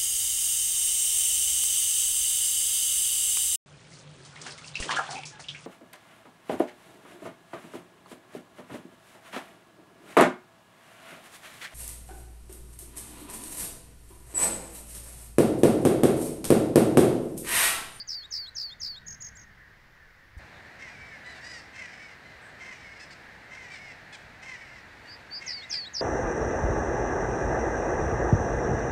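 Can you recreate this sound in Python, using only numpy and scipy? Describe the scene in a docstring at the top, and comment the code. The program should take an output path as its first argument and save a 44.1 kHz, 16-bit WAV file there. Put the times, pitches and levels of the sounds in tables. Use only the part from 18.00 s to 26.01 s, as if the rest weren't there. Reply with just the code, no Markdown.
"""Over light wind and a distant gull colony, a reed bunting buzzes softly, then sings with both sides of
its syrinx: one whistles a falling slur while the other throws quick arched flicks across it and ends on
a rising hook. Three thin chips follow. After a low thud at 2.4 s the background is louder, and gulls
call across the water, their harsh harmonics shaped by throat and beak; two faint rasps sound far off.
At 7 s the bunting returns with two buzzes and three more slurs."""
import sys
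import numpy as np
from scipy import signal
from scipy.fft import rfft, irfft, next_fast_len
from scipy.io import wavfile

SR = 44100
rng = np.random.default_rng(int(sys.argv[2]) if len(sys.argv) > 2 else 0)


def dump(signal):
    """Clip the signal to [-1, 1] and save it as 16-bit WAV at the path in sys.argv[1]."""
    limited = np.clip(np.atleast_2d(signal).T, -1, 1)
    pcm = np.round(limited * 32767).astype(np.int16)
    wavfile.write(sys.argv[1], SR, pcm)


N = 353241
T = np.arange(N) / SR


def undb(db):
    """Amplitude ratio of a level in decibels."""
    return 10 ** (np.asarray(db) / 20)


def unit(x):
    """Normalisation to an RMS of one."""
    return x / np.sqrt(np.mean(x ** 2) + 1e-20)


def clock(length):
    """Sample times of a note, in seconds."""
    return np.arange(int(max(length, .005) * SR)) / SR


def add(out, start, x):
    """Superposition: x is summed into out from a start time."""
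    i = int(round(start * SR))
    a, b = max(i, 0), min(i + len(x), len(out))
    if b > a:
        out[a:b] += x[a - i:b - i]


def colour(x, points):
    """Spectral shaping by (frequency [Hz], gain [dB]) points joined on a log axis."""
    hz, db = np.transpose(points)
    size = next_fast_len(len(x))
    f = np.maximum(np.arange(size // 2 + 1) * SR / size, 1)
    gain = undb(np.interp(np.log(f), np.log(hz), db))
    return irfft(rfft(x, size) * gain, size)[:len(x)]


def wander(t, rate):
    """Random modulation: straight lines through rate Gaussian values a second."""
    knots = rng.standard_normal(int(t[-1] * rate) + 2)
    return np.interp(t * rate, np.arange(len(knots)), knots)


def fade(t, rise, fall):
    """Raised-cosine envelope, with rise and fall in seconds."""
    return np.sin(np.pi / 2 * np.clip(np.minimum(t / rise, (t[-1] - t) / fall), 0, 1)) ** 2


def swells(rows):
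    """Slow level modulation: a sum of bell curves in dB."""
    return sum(lift_db * np.exp(-((T - peak) / width) ** 2) for peak, width, lift_db in rows)


def scatter(x, t60, wet_db, delay):
    """Reverberation: reeds and banks add a diffuse, exponentially decaying tail to the direct sound."""
    t = clock(t60)
    tail = rng.standard_normal(len(t)) * undb(-60 * t / t60) * (t > delay)
    return x + undb(wet_db) * signal.fftconvolve(x, tail / np.linalg.norm(tail))[:N]


# spectra of the hush before and after the thud: (frequency [Hz], gain [dB])
QUIET_HUSH = [(25, -4.5), (100, -7.5), (200, -23), (350, -19.5), (700, -19.5), (1150, -18.5), (1800, -18.5),
              (3300, -27.5), (5000, -30), (8600, -43.5), (15500, -42)]
LOUD_HUSH = [(25, -31), (55, -1), (120, -1), (400, -7.5), (740, -4), (1140, -9), (1800, -2.5), (2400, -8.5),
             (3200, -17), (4150, -16), (5000, -21), (6200, -25.5), (8000, -29.5), (9500, -34), (15500, -40)]
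def hush(step_s=2.39, quiet_db=-58, loud_db=-50.5):
    """Broadband noise of reeds and water, stepping up in level as the thud ends."""
    step = np.clip((T - step_s) / .0026, 0, 1)
    quiet = unit(colour(rng.standard_normal(N), QUIET_HUSH)) * undb(quiet_db)
    loud = unit(colour(rng.standard_normal(N), LOUD_HUSH)) * undb(loud_db + .5 * wander(T, 3.24))
    return quiet * (1 - step) + loud * step


# spectrum of the wind: (frequency [Hz], gain [dB])
WIND_SPECTRUM = [(20, -8), (60, -3.5), (140, -3.5), (220, -9.5), (400, -38), (900, -64)]
# gusts: (peak time [s], half-width [s], lift [dB])
WIND_GUSTS = [(.12, .05, 9), (1.2, 0.51, 13), (2.45, .15, 9.5), (3.03, 0.082, 12), (6, 0.99, 6.5)]
def wind(lull_db=-69):
    """Low-frequency noise, amplitude-modulated by gusts."""
    rumble = unit(colour(rng.standard_normal(N), WIND_SPECTRUM))
    return rumble * undb(lull_db + swells(WIND_GUSTS) + 2 * wander(T, 11))


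# spectrum of the distant colony: (frequency [Hz], gain [dB])
COLONY_SPECTRUM = [(1000, -28.5), (1400, -9), (1600, -3), (1800, -1.5), (2050, -5), (2400, -13.5),
                   (3200, -50.5)]
# surges of its murmur: (peak time [s], half-width [s], lift [dB])
COLONY_SURGES = [(1.35, .25, 2.5), (3.25, .7, 7), (5.4, 1.4, 5)]
def colony(count=420, base_db=-59):
    """Incoherent summation: many far gulls' falling cries blur with noise into one wavering band."""
    cries = np.zeros(N)
    for start, length, hz, size in rng.uniform([-.2, .06, 1500, .3], [8, .2, 2300, 1], (count, 4)):
        t = clock(length)
        pitch = hz * (1 - .1182 * (t / length) ** 2)
        tone = whistle(t, pitch, second_db=-28, third_db=-38, jitter=.0582)
        add(cries, start, size * tone * fade(t, .032, .056))
    murmur = unit(colour(rng.standard_normal(N), COLONY_SPECTRUM))
    blur = unit(colour(cries, COLONY_SPECTRUM)) + .71 * murmur
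    return unit(blur) * undb(base_db + swells(COLONY_SURGES))


# faint far rasps: (time [s], duration [s], centre frequency [Hz], level [dB])
RASP_BURSTS = [(2.532, 0.077, 3700, -66), (4.41, 0.12, 8100, -67.5)]
def far_rasps():
    """Bursts of narrow-band noise, heard as brief scratches."""
    out = np.zeros(N)
    for start, length, hz, db in RASP_BURSTS:
        t = clock(length)
        band = colour(rng.standard_normal(len(t)), [(.66 * hz, -35), (hz, 0), (1.4 * hz, -35)])
        add(out, start, undb(db) * unit(band) * fade(t, .1 * length, .5 * length))
    return out


def thud(start_s=2.367, hz=65.7):
    """A damped low oscillation, cut short, with a faint tick at its end."""
    out, t = np.zeros(N), clock(.025)
    bump = np.cos(2 * np.pi * hz * (t - .003)) * np.exp(-t / .04) * fade(t, .003, .004)
    tick = colour(rng.standard_normal(len(t)), [(8000, 0), (15000, -12)]) * fade(t, .018, .003)
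    add(out, start_s, undb(-34) * bump + undb(-58) * tick)
    return out


# response of a gull's throat, dulled by distance: (frequency [Hz], gain [dB])
THROAT_RESPONSE = [(500, -18), (1000, -11.5), (1400, -13), (1750, 3), (2100, 5), (2400, 2), (2800, -5.5),
                   (3500, -14), (4200, -14), (4850, -13), (6200, -18.5), (8200, -19), (10500, -36.5),
                   (14000, -61)]
def cry(length, top_hz, rise, fall, rough, treble_db, beak_hz, core):
    """Source and filter: throat and beak shape harmonics; roughness adds jitter, subharmonics and hiss."""
    t = clock(length)
    u = t / t[-1]
    arch = 1 - rise * np.maximum(1 - u / .4, 0) ** 2 - fall * np.maximum((u - .4) / .6, 0) ** 1.45
    hz = top_hz * arch * (1 + .006 * wander(t, 55))
    jitter = (.006 + .026 * rough) * wander(t, 450)
    phase = 2 * np.pi * np.cumsum(hz * (1 + jitter)) / SR
    partials = sum(np.sin(k * phase) + rough * np.sin((k - .5) * phase) for k in range(1, 14))
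    hiss = (.18 + .65 * rough) * rng.standard_normal(len(t))
    source = (unit(partials) + hiss) * undb(2.8 * wander(t, 140))
    voice = colour(source, THROAT_RESPONSE)
    voice = colour(voice, [(2400, 0), (4500, treble_db), (9000, .92 * treble_db)])
    voice = colour(voice, [(.83 * beak_hz, 0), (beak_hz, 8.5), (1.31 * beak_hz, 0)])  # open-beak resonance
    # the harmonic nearest 2150 Hz stays clear through the hoarseness
    clear = np.sin(2 * np.pi * round(2150 / top_hz) * np.cumsum(hz) / SR) * undb(2.5 * wander(t, 90))
    return unit(unit(voice) + core * clear) * fade(t, .24 * length, .28 * length)


# one gull's barks, each running into two wails: (time [s], bark duration [s], first wail duration [s],
# second wail duration [s], first wail pitch [Hz], bark level [dB], wail level [dB])
GULL_CALLS = [(2.777, 0.14, 0.11, 0.28, 817, -45.5, -51), (3.716, 0.18, .12, 0.24, 804, -43, -50),
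              (4.572, 0.23, .15, 0.17, 774, -45, -51), (5.481, 0.24, .13, 0.19, 777, -46.5, -47.5),
              (6.404, .185, 0.17, 0.15, 746, -42.5, -51), (7.385, 0.16, 0.2, 0.16, 741, -44, -49)]
# other gulls' single cries:
# (time [s], duration [s], top pitch [Hz], rise [fraction], level [dB], treble [dB], beak resonance [Hz])
GULL_CRIES = [(3.229, 0.19, 986, .02, -47.5, 3, 3950), (3.396, .24, 993, 0.18, -46, 10.5, 4950),
              (4.218, .2, 1029, 0.0386, -55.5, -2, 4030), (7.046, 0.063, 948, 0.055, -54.5, 9, 2880)]
# bright yelps: (time [s], duration [s], top pitch [Hz], rise [fraction], level [dB], beak resonance [Hz])
GULL_YELPS = [(4.989, 0.075, 885, .2, -48.5, 5040), (5.1, 0.044, 747, 0, -49, 4600),
              (5.706, .07, 761, .05, -49.5, 3630), (6.121, .045, 855, .03, -44.5, 3400),
              (7.715, 0.05, 852, .03, -43, 3350)]
def gulls(bark_hz=1060, overlap_s=.04):
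    """Rough voiced calls: one gull barks and wails about once a second while others cry and yelp."""
    out = np.zeros(N)
    for start, bark_s, first_s, second_s, wail_hz, bark_db, wail_db in GULL_CALLS:
        bark = cry(bark_s, bark_hz, rise=.0595, fall=.16, rough=.66, treble_db=-2, beak_hz=5720, core=.71)
        add(out, start, undb(bark_db) * bark)
        at = start + bark_s - overlap_s
        for length, hz in (first_s, wail_hz), (second_s, .94 * wail_hz):
            wail = cry(length, hz, rise=.0253, fall=.18, rough=.38, treble_db=-1.8, beak_hz=5220, core=.68)
            add(out, at, undb(wail_db) * wail)
            at += length - overlap_s
    for start, length, hz, rise, db, treble_db, beak_hz in GULL_CRIES:
        note = cry(length, hz, rise, fall=.15, rough=.41, treble_db=treble_db, beak_hz=beak_hz, core=.67)
        add(out, start, undb(db) * note)
    for start, length, hz, rise, db, beak_hz in GULL_YELPS:
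        yelp = cry(length, hz, rise, fall=.168, rough=.35, treble_db=7, beak_hz=beak_hz, core=0)
        add(out, start, undb(db) * yelp)
    return out


def whistle(t, hz, second_db, third_db, jitter=.005):
    """Nearly sinusoidal oscillation of one side of the syrinx, with weak second and third harmonics."""
    phase = 2 * np.pi * np.cumsum(hz * (1 + jitter * wander(t, 884))) / SR
    return np.sin(phase) + undb(second_db) * np.sin(2 * phase) + undb(third_db) * np.sin(3 * phase)


# the bunting's soft buzzes: (time [s], duration [s], pitch [Hz], relative level [dB])
BUNTING_BUZZES = [(-.070, 0.11, 4670, -37), (7.061, 0.11, 4780, -47), (7.298, 0.11, 4784, -37)]
def buzzes(trill_hz=117.3):
    """Frequency modulation: a swelling note rises and breaks into a fast trill."""
    out = np.zeros(N)
    for start, length, pitch, db in BUNTING_BUZZES:
        t = clock(length)
        swell = np.minimum(t / (.5 * length), 1)
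        trill = .052 * swell ** 3 * np.sin(2 * np.pi * trill_hz * t)
        tone = whistle(t, pitch * (1 - .085 * (1 - swell) + trill), second_db=-48, third_db=-46)
        add(out, start, undb(db + 3) * tone * fade(t, .045, .032))
    return out


# spectrum of a flick's onset noise: (frequency [Hz], gain [dB])
SPIT_SPECTRUM = [(3000, -31), (6000, 14.5), (8700, -4.5), (11500, -10), (15000, -8)]
def flick(top_hz, length, sag, lean, overtone_db):
    """A quick arched frequency sweep, loudest near its top; the onset transient spits a little noise."""
    t = clock(length)
    u = 2 * t / t[-1] - 1
    hz = top_hz * (1 - sag * (np.hypot(u, .25) - .25))
    envelope = np.cos(np.pi / 2 * u) ** 3 * np.exp(-lean * u)
    tone = whistle(t, hz, second_db=-37.5, third_db=overtone_db) * envelope
    spit = unit(colour(rng.standard_normal(len(t)), SPIT_SPECTRUM)) * fade(t, .003, .012)
    return tone + undb(overtone_db + 9.5) * spit


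# the bunting's thin chips: (time [s], opening pitch [Hz], relative level [dB])
BUNTING_CHIPS = [(1.059, 6640, -43), (1.199, 6700, -43), (1.347, 7220, -53.5)]
def chips(flick_count=4, length_s=.11, held_hz=6600):
    """Two-voice phonation: a thin note leaps up and settles while the low side flicks up to meet it."""
    out, t = np.zeros(N), clock(length_s)
    for start, open_hz, db in BUNTING_CHIPS:
        contour_hz = [.9 * open_hz, open_hz, 1.043 * open_hz, held_hz, .965 * held_hz]
        hz = np.interp(t, [0, .011, .022, .026, length_s], contour_hz)
        tone = whistle(t, hz, second_db=-35, third_db=-70, jitter=.014)
        add(out, start, undb(db + 3) * tone * fade(t, .014, .05))
        for k in range(flick_count):  # ever sooner, lower and weaker
            at = start + .028 + .025 * k ** .85
            arch = flick(6300 - 90 * k, length=.016, sag=.45, lean=2.2, overtone_db=-23)
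            add(out, at - len(arch) / SR / 2, undb(db + 3.5 - 2.2 * k) * arch)
    return out


def hook(top_hz, overtone_db):
    """A swelling upward glide from the low side of the syrinx."""
    t = clock(.056)
    hz = np.interp(t, [0, .022, .036, .047, .056], [3150, 3280, .96 * top_hz, top_hz, .99 * top_hz])
    return whistle(t, hz, second_db=-21, third_db=overtone_db) * fade(t, .046, .009)


# the bunting's slurs:
# (first flick time [s], rasp duration [s], hook pitch [Hz], relative level [dB], third harmonic [dB])
BUNTING_SLURS = [(0.094, 0.052, 3830, -32.5, -32.5), (.328, 0.052, 4050, -31, -32),
                 (0.57, 0.063, 3710, -32, -31.5), (0.82, 0.061, 3840, -33, -31.5),
                 (7.482, 0.053, 3830, -33, -58), (7.716, 0.055, 3930, -29.5, -54),
                 (7.954, .060, 3770, -30.5, -54)]
def slurs(length_s=.17, lead_s=.026, flick_gap_s=.0143):
    """Coupled sources: the high side glides down; the low side rasps across it, then hooks upward."""
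    rest_hz, slide_hz, slide_s = 3793, 2425, .095
    swoop_hz, swoop_s = 902, .015
    hold_s, release_db_per_s = .0025, 171
    out, t = np.zeros(N), clock(length_s)
    hz = rest_hz + slide_hz * np.exp(-t / slide_s) + swoop_hz * np.exp(-(t / swoop_s) ** 2)
    for first, rasp_s, hook_hz, db, overtone_db in BUNTING_SLURS:
        start = first - lead_s
        # effort is held back during the rasp, blooms as it ends and dies away
        duck_db = 4.5 * np.clip((lead_s + rasp_s - t) / rasp_s, 0, 1)
        effort_db = 2 - duck_db - release_db_per_s * np.maximum(t - lead_s - rasp_s - hold_s, 0)
        flick_times = lead_s + np.linspace(0, rasp_s, round(rasp_s / flick_gap_s) + 1)
        # at each flick the high side is pulled sharp and nearly stops
        pull = sum(np.exp(-((t - at) / .0047) ** 4) for at in flick_times)
        high = whistle(t, hz * (1 + .09 * pull), second_db=overtone_db - 13, third_db=overtone_db)
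        envelope = undb(db + effort_db + 1.3 * wander(t, 100)) * fade(t, .022, .0037)
        add(out, start, high * (1 - .9 * pull) * envelope)
        for at, (force, tune, stretch) in zip(flick_times, rng.standard_normal((len(flick_times), 3))):
            top_hz = .971 * np.interp(at, t, hz) * (1 + .0163 * tune)  # peaks just under the slur
            force_db = 6 + .6 * force - 3 * (2 * (at - lead_s) / rasp_s - .8) ** 2  # strongest mid-rasp
            arch = flick(top_hz, .0145 + .001 * stretch, sag=.37, lean=.05, overtone_db=overtone_db)
            add(out, start + at - len(arch) / SR / 2, undb(db + force_db) * arch)
        add(out, start + length_s - .0285, undb(db - 9.3) * hook(hook_hz, overtone_db))
    return out


def scene():
    """Direct-to-reverberant ratio: the near bunting is almost dry; the gulls ring across the water."""
    bunting = scatter(slurs() + chips() + buzzes(), t60=.3, wet_db=-17, delay=.003)
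    far = scatter(gulls() + far_rasps(), t60=.5, wet_db=-8, delay=.01)
    return (bunting + far + colony() + hush() + wind() + thud())[None]


def record(dry):
    """Band limiting: a steep low-pass filter cuts the treble above 15.6 kHz."""
    return signal.sosfilt(signal.ellip(10, .2, 80, 15600, fs=SR, output="sos"), dry)


dry = scene()
out = record(dry)
dump(out)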